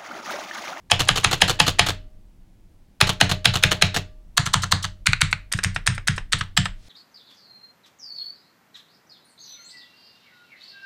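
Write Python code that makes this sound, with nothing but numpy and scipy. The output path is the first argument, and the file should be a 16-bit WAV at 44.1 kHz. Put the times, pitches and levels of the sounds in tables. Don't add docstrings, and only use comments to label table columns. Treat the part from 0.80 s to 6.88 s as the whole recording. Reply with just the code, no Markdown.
import sys
import numpy as np
from scipy import signal
from scipy.fft import rfft, irfft, next_fast_len
from scipy.io import wavfile
from scipy.ndimage import uniform_filter1d, map_coordinates

SR = 44100
rng = np.random.default_rng(int(sys.argv[2]) if len(sys.argv) > 2 else 0)


def master(y):
    cut = np.clip(np.atleast_2d(y).T, -1, 1)
    pcm = np.round(cut * 32767)
    wavfile.write(sys.argv[1], SR, pcm.astype(np.int16))


N = 268348

# time at the bottom in seconds, key, blow in dB, seconds from first touch to bottom.
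KEY_DOWNS = [(.115, 0, -8, 0.016), (0.288, 0, -9, .015), (.445, 0, -8.5, 0.014), (.618, 0, -6.5, .014),
             (0.8003, 0, -7, 0.011), (.993, 0, -6.5, 0.0078), (2.2115, 1, -6.5, 0.0085),
             (2.411, 1, -7, .01), (2.655, 1, -7, 0.011), (2.836, 1, -7.5, 0.011), (3.022, 1, -7, 0.0097),
             (3.577, 2, -10, 0.01), (3.74, 2, -11, 0.0087), (3.922, 2, -10.5, .011),
             (4.27, 3, -10.5, 0.012), (4.417, 3, -11, 0.01), (4.735, 4, -22, .018),
             (4.845, 4, -17.5, 0.013), (5.074, 4, -13, .012), (5.282, 4, -14, 0.011),
             (5.531, 5, -13, 0.011), (5.774, 6, -10.5, .0078)]
# time at the top stop in seconds, key, slap in dB, seconds from tick to stop.
KEY_UPS = [(0.203, 0, -15.5, 0.011), (.373, 0, -17.5, 0.017), (0.528, 0, -15.5, 0.018),
           (0.695, 0, -15.5, 0.018), (0.8783, 0, -14.5, .015), (1.086, 0, -18, 0.024),
           (2.2917, 1, -16, 0.023), (2.513, 1, -17.5, 0.021), (2.755, 1, -17.5, 0.019),
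           (2.915, 1, -15.5, 0.0053), (3.162, 1, -17.5, 0.02), (3.663, 2, -20, 0.0076),
           (3.834, 2, -19, 0.015), (4.043, 2, -20.5, 0.018), (4.332, 3, -12.5, 0.0093),
           (4.5278, 3, -14, 0.018), (4.788, 4, -23.5, 0.017), (4.961, 4, -20, 0.017),
           (5.179, 4, -28.5, 0.034), (5.379, 4, -24.5, .019), (5.6089, 5, -20.5, .024),
           (5.855, 6, -22, 0.0079)]
# pitch in Hz, width in Hz before damping, level in dB.
SPACE_LEFT_CAP = [(810, 170, -4), (1220, 76, -2.5), (1700, 180, -1.5), (2566, 180, -2), (2990, 82, -2.5),
                  (3371, 170, 1), (3310, 360, -0.5), (3980, 580, -5.5), (5070, 220, -8.5),
                  (6730, 620, -13.5), (8360, 190, -23.5), (8800, 340, -24.5), (10700, 140, -31.5)]
SPACE_MIDDLE_CAP = [(690, 45, -1), (900, 92, -3), (1260, 400, -3.5), (1670, 310, 1.5), (2003, 200, -1.5),
                    (2438, 240, 0), (3210, 500, -0.5), (4090, 390, -0.5), (5250, 460, -8),
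                    (6630, 940, -11.5), (10100, 1800, -23), (13000, 2000, -23.5)]
ENTER_CAP = [(1086, 106, 1), (1370, 53, 0.5), (1684, 72, 0.5), (2160, 300, -7.5), (2830, 340, -7.5),
             (3265, 180, -6.5), (3530, 270, -5), (4380, 340, -4), (6200, 220, -6), (7000, 290, -10),
             (8260, 700, -13.5)]
PAGE_CAP = [(850, 380, -17.5), (1480, 130, 2.5), (2090, 280, 5.5), (2430, 660, 3), (3180, 350, -1.5),
            (3640, 690, -3), (4600, 580, -8.5), (5400, 800, -46), (7450, 1100, -12.5), (9050, 700, -21)]
ARROW_CAP = [(1295, 29, -4.5), (1660, 470, 5.5), (2660, 270, 2), (3020, 280, 0), (3830, 200, -0.5),
             (5110, 260, -2.5), (6860, 190, -3.5), (7180, 170, -18), (8590, 130, -0.5)]
PAD_LOW_CAP = [(1260, 70, 0), (1700, 110, -1), (1980, 200, -1), (3300, 560, -2), (4240, 400, -4),
               (4530, 440, -8), (5700, 400, -8.5), (7000, 790, -11), (8400, 500, -13)]
PAD_HIGH_CAP = [(867, 170, -13), (1270, 69, -6.5), (1814, 110, -3), (3080, 500, -6.5), (3850, 450, -7.5),
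                (5100, 590, -10), (6560, 610, -19.5), (7550, 250, -8), (8700, 550, -22)]
FREED_SPACE_BAR = [(290, 17, -5.5), (480, 24, -4), (730, 66, -3), (1200, 190, -2.5), (1704, 290, -1),
                   (2180, 1200, -7), (3040, 310, -1.5), (3570, 130, -1), (4200, 480, -3),
                   (5746, 1000, -10.5), (6640, 990, -8.5), (8800, 2500, -20.5), (10200, 400, -14.5),
                   (13600, 2100, -22.5)]
# pitch in Hz, width in Hz before damping, level in dB.
SPACE_JACKET = [(2680, 520, -3), (4400, 660, -4.5), (6300, 460, -0.5), (8740, 870, -2), (10650, 350, 1)]
ENTER_JACKET = [(3200, 390, -7), (4600, 1400, -8.5), (5900, 1200, -7.5), (7900, 1200, -10.5),
                (10300, 250, -11.5), (13000, 2000, -23.5)]
SMALL_JACKET = [(1600, 860, -14), (4450, 360, -2), (5930, 1230, -10), (8020, 730, -4), (9070, 640, -5),
                (10980, 1060, -13.5)]
KEY_CAPS = [SPACE_LEFT_CAP, SPACE_MIDDLE_CAP, ENTER_CAP, PAGE_CAP, ARROW_CAP, PAD_LOW_CAP, PAD_HIGH_CAP]
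KEY_JACKETS = [SPACE_JACKET] * 2 + [ENTER_JACKET] + [SMALL_JACKET] * 4
# smear of the blow in seconds, chatter's share of the energy,
# chatter t60 in seconds, then case ring, plate ring and stabiliser wire in relative dB.
KEY_BUILD = [(.0017, .25, 0.029, -13, -7.5, -19.5), (0.001588, 0.28, 0.018, -11.5, -6, -22.5),
             (0.001624, 0.22, 0.014, -12.5, -13.5, -40.5), (0.00056, 0.13, 0.028, -25, -24.5, -53.5),
             (0.00099, 0.27, 0.028, -16, -25.5, -46), (0.000442, 0.48, 0.033, -16, -12, -37),
             (0.000932, 0.4, 0.041, -16.5, -21, -44)]
# share of the travel left at the click,
# then touch, click, desk thud and return tick in relative dB.
KEY_FEEL = [(0.19, -26.5, -14, -28.5, -24.5), (0.11, -23, -15, -24.5, -26.5), (.35, -28.5, -12.5, -25, -26),
            (0.26, -22.5, -12, -24.5, -40.5), (0.57, -25.5, -13.5, -22.5, -41.5),
            (.49, -26, -13.5, -29, -38), (0.31, -22.5, -24, -22, -43)]
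# pitch in Hz, relative level in dB, t60 in seconds.
PLATE_MODES = [(283.5, -24, 0.33), (392, -23.5, 0.17), (482, -17, 0.12), (618, -28, 0.79), (710, -10, 0.14),
               (855, -17.5, 0.21), (2660, -19.5, 0.25), (2960, -23, 0.35)]
DESK_MODES = [(29, -16, 0.99), (53.3, -16, 0.28), (75.6, -4.5, 0.13), (93.24, -1, 0.37), (122.2, -1, 0.24),
              (149, 2, 0.14), (183.2, -4, 0.25), (293.8, -19.5, .17), (437, -25, 0.17)]
SPRING_MODES = [(618, -0.5, .75), (715, -3.5, 0.44), (1175, -8.5, .85), (4400, -14.5, .7),
                (5033, -13, 0.56)]
# frequency in Hz, relative spectral level in dB.
AIR_SPECTRUM = [(12, -28.5), (20, 5), (60, -15.5), (96, -6), (142, -21.5), (182, -12.5), (222, -20.5),
                (347, -23), (377, -30.5), (698, -32.5), (1290, -41), (2140, -42), (16000, -53)]
CASE_SPECTRUM = [(150, -30.5), (300, 3.5), (500, 1.5), (900, -1), (1500, -4.5), (3000, 2), (5000, -5.5),
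                 (9000, -17.5), (16000, -1.5)]
WIRE_SPECTRUM = [(500, -34.5), (2000, -7.5), (4000, 1.5), (7000, 6.5), (10000, -5.5), (13000, -9),
                 (16000, -11.5)]
SWAY_SPECTRUM = [(10, -7), (25, 3.5), (45, -3.5), (90, -30.5), (300, -55.5), (1000, -120)]
# frequency in Hz, t60 in seconds.
ROOM_DECAY = [(100, 0.92), (700, 0.2), (2000, 0.29), (4500, 0.25), (9000, .2), (15000, 0.044)]

USUAL_TRAVEL_S, USUAL_BLOW_DB, USUAL_SLAP_DB = .012, -11, -19
THUD_FOLLOWS, TICK_FOLLOWS = 0.42, 0.15
SHORT, LONG = np.arange(int(.08 * SR)) / SR, np.arange(int(.6 * SR)) / SR


def amp(db):
    return 10 ** (np.asarray(db) / 20)


def unit(x):
    return x / np.sqrt(np.mean(x ** 2) + 1e-20)


def leveled(x, db, span):
    return x * amp(db) / np.sqrt(np.mean(x[:int(span * SR)] ** 2) + 1e-20)


def along(points, hz):
    f, v = np.transpose(points)
    return np.interp(np.log(hz + 1), np.log(f + 1), v)


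def filtered(x, response):
    size = next_fast_len(2 * len(x))
    return irfft(rfft(x, size) * response(np.fft.rfftfreq(size, 1 / SR)), size)[:len(x)]


def noise(spectrum, size):
    return unit(filtered(rng.standard_normal(size), lambda hz: amp(along(spectrum, hz))))


def add(track, s, sound):
    part = track[max(round(s * SR), 0):][:len(sound)]
    part += sound[:len(part)]


def room_tone():
    return amp(-52) * noise(AIR_SPECTRUM, N)


def contact(modes, smear, chatter, t60, soft_hz, rise=0.00064, damping_hz=60, edge_hz=12500):
    knots = rng.standard_normal(64)
    delay = lambda f: smear * np.abs(map_coordinates(knots, [f / 400]))
    dispersion = lambda f: np.exp(-2j * np.pi * np.cumsum(delay(f)) * f[1])
    blow = filtered(signal.unit_impulse(len(SHORT), 8), dispersion)
    rebounds = rng.standard_normal(len(SHORT)) * amp(-60 * SHORT / t60) * (1 - np.exp(-SHORT / rise))
    force = np.sqrt(1 - chatter) * blow + np.sqrt(chatter) * rebounds / np.linalg.norm(rebounds)
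    resonance = lambda f, centre, width: 1j * f * width / (centre ** 2 - f ** 2 + 1j * f * width)
    body = lambda f: sum((-1) ** k * amp(db) * resonance(f, hz, width + damping_hz)
                         for k, (hz, width, db) in enumerate(modes))
    treble_loss = lambda f: (1 + 1j * f / soft_hz) * (1 + 1j * f / edge_hz - (f / edge_hz) ** 2)
    return filtered(force, lambda f: body(f) / treble_loss(f))


def fingertip_touch(key, smear, touch_db, travel):
    speed_db = 6 * np.log2(USUAL_TRAVEL_S / travel)
    touch = contact(KEY_CAPS[key], smear, chatter=0.94, t60=0.045, soft_hz=19900, rise=0.0034)
    return leveled(touch, touch_db + speed_db - 3, travel)


def jacket_click(out, s, key, smear, click_db, case_db):
    slide = contact(KEY_JACKETS[key], smear, chatter=0.73, t60=0.063, soft_hz=20000, rise=0.0049)
    add(out, s - .004, leveled(slide, click_db - 22, 0.0038))
    click = contact(KEY_JACKETS[key], smear, chatter=0.35, t60=0.0044, soft_hz=14000)
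    add(out, s, in_room(leveled(click, click_db - 4.5, 0.0045), case_db - 4, wet_db=-18))


def case_ring(ring_db, t60=0.14):
    tail = noise(CASE_SPECTRUM, len(LONG)) * amp(-60 * LONG / t60) * (1 - np.exp(-LONG / 0.00048))
    return amp(ring_db) * tail / np.linalg.norm(tail)


def in_room(hit, case_db, wet_db, build_up=0.011):
    hz, t, bands = signal.stft(rng.standard_normal(len(LONG)), SR, nperseg=256)
    decay = amp(-60 * t / along(ROOM_DECAY, hz)[:, None])
    room = signal.istft(bands * decay, SR)[1][:len(LONG)]
    room *= 1 - np.exp(-(LONG / build_up) ** 2)
    tail = amp(wet_db) * room / np.linalg.norm(room) + case_ring(case_db)
    power = np.abs(rfft(hit)) ** 2
    colour = np.sqrt(np.abs(uniform_filter1d(uniform_filter1d(power, size=35), size=29)))
    out = filtered(tail, lambda f: np.interp(f, np.fft.rfftfreq(len(hit), 1 / SR), colour))
    add(out, 0, hit)
    return out


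def wire_rattle(t60, spiky_db=8):
    spikes = amp(spiky_db * unit(uniform_filter1d(rng.standard_normal(len(LONG)), size=60)))
    ticks = unit(spikes * noise(WIRE_SPECTRUM, len(LONG)))
    return ticks * amp(-60 * LONG / t60) * (1 - np.exp(-LONG / 0.0039))


def ring(modes, rise, scatter_db):
    tones = np.zeros(len(LONG))
    for hz, db, t60 in modes:
        envelope = amp(db + scatter_db * rng.normal() - 60 * LONG / t60)
        tones += envelope * np.sin(2 * np.pi * (hz * LONG + rng.random()))
    return tones * (1 - np.exp(-(LONG / rise) ** 2))


def presses():
    out = np.zeros(N)
    for s, key, blow_db, travel in KEY_DOWNS:
        click_share, touch_db, click_db, thud_db, _ = KEY_FEEL[key]
        smear, chatter, chatter_t60, case_db, plate_db, wire_db = KEY_BUILD[key]
        add(out, s - travel, fingertip_touch(key, smear, touch_db, travel))
        jacket_click(out, s - click_share * travel, key, smear, click_db, case_db)
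        blow = contact(KEY_CAPS[key], smear, chatter, chatter_t60, soft_hz=14000)
        add(out, s + .0003, in_room(leveled(blow, blow_db + .5, 0.0064), case_db, wet_db=-13.5))
        add(out, s, amp(blow_db + wire_db + 15) * wire_rattle(t60=0.0088))
        add(out, s, amp(blow_db + wire_db - 4) * wire_rattle(t60=.14))
        add(out, s, amp(blow_db + plate_db) * ring(PLATE_MODES, rise=0.0013, scatter_db=4.5))
        thud_db += THUD_FOLLOWS * (blow_db - USUAL_BLOW_DB)
        thud = ring(DESK_MODES, rise=0.0076, scatter_db=2.5)
        add(out, s + .0065, leveled(thud, thud_db + 0.1, 0.066))
    return out


def desk_sway(rise_s=0.016, decay_db_per_s=22.5):
    power = np.zeros(N)
    for s, *_ in KEY_DOWNS:
        age = np.arange(N - round(s * SR)) / SR
        rocking = amp(-decay_db_per_s * age) * (1 - np.exp(-age / rise_s))
        add(power, s, rocking ** 2)
    return amp(-38.5) * np.sqrt(power) * noise(SWAY_SPECTRUM, N)


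def lifts():
    out = np.zeros(N)
    for s, key, slap_db, tick_lead in KEY_UPS:
        tick_db = KEY_FEEL[key][-1] + TICK_FOLLOWS * (slap_db - USUAL_SLAP_DB)
        smear, chatter, chatter_t60, case_db, plate_db, wire_db = KEY_BUILD[key]
        if key < 2:
            cap, jacket, tick_gain_db, soft_hz = FREED_SPACE_BAR, FREED_SPACE_BAR, 2, 15000
            landings = [(0, -3), (.005, -4.5), (.013, -8.5)]
        elif key == 2:
            cap, jacket, tick_gain_db, soft_hz = ENTER_CAP, ENTER_JACKET, -5, 20000
            landings = [(-.003, -12), (0, -2.5), (.006, -5.5)]
        else:
            cap, jacket, tick_gain_db = KEY_CAPS[key], KEY_JACKETS[key], 0
            soft_hz = 5000 * amp(slap_db + 9.5)
            landings = [(0.00012, 0.0022)]
        tick = contact(jacket, smear, chatter=1, t60=0.045, soft_hz=15000, rise=0.0071)
        tick = leveled(tick, tick_db + tick_gain_db, 0.0096)
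        add(out, s - tick_lead, in_room(tick, case_db - 6, wet_db=-10.5))
        add(out, s - tick_lead, amp(tick_db + wire_db + 6) * wire_rattle(t60=.08))
        for delay, landing_db in landings:
            slap = contact(cap, smear, 2 * chatter, 0.89 * chatter_t60, soft_hz)
            slap = leveled(slap, slap_db + landing_db, .008)
            add(out, s + delay * rng.uniform(0.7, 1.4), in_room(slap, case_db + 3.5, wet_db=-21.5))
        add(out, s, amp(slap_db + wire_db + 5.5) * wire_rattle(t60=0.14))
        add(out, s, amp(slap_db + plate_db - 2) * ring(PLATE_MODES, rise=0.00074, scatter_db=5))
        add(out, s, amp(slap_db + plate_db - 27) * ring(SPRING_MODES, rise=.003, scatter_db=0.5))
        add(out, s, amp(slap_db + case_db + 2.5) * ring(DESK_MODES, rise=0.0043, scatter_db=3.5))
    return out


def sleeve_brush(peak_s=6.08, peak_db=-55, swell_db_per_s=121):
    level_db = peak_db - swell_db_per_s * np.abs(np.arange(N) / SR - peak_s)
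    return amp(level_db) * noise([(200, -5), (1000, -2), (4500, 2), (9000, -8.5), (16000, -23)], N)


def scene():
    return (presses() + lifts() + sleeve_brush() + room_tone() + desk_sway())[None]


def record(dry):
    clipped = dry[0] / (1 + np.abs(dry[0]) ** 8) ** (1 / 8)
    return filtered(clipped, lambda hz: 1 / (1 + (hz / 16100) ** 120))[None]


dry = scene()
out = record(dry)
master(out)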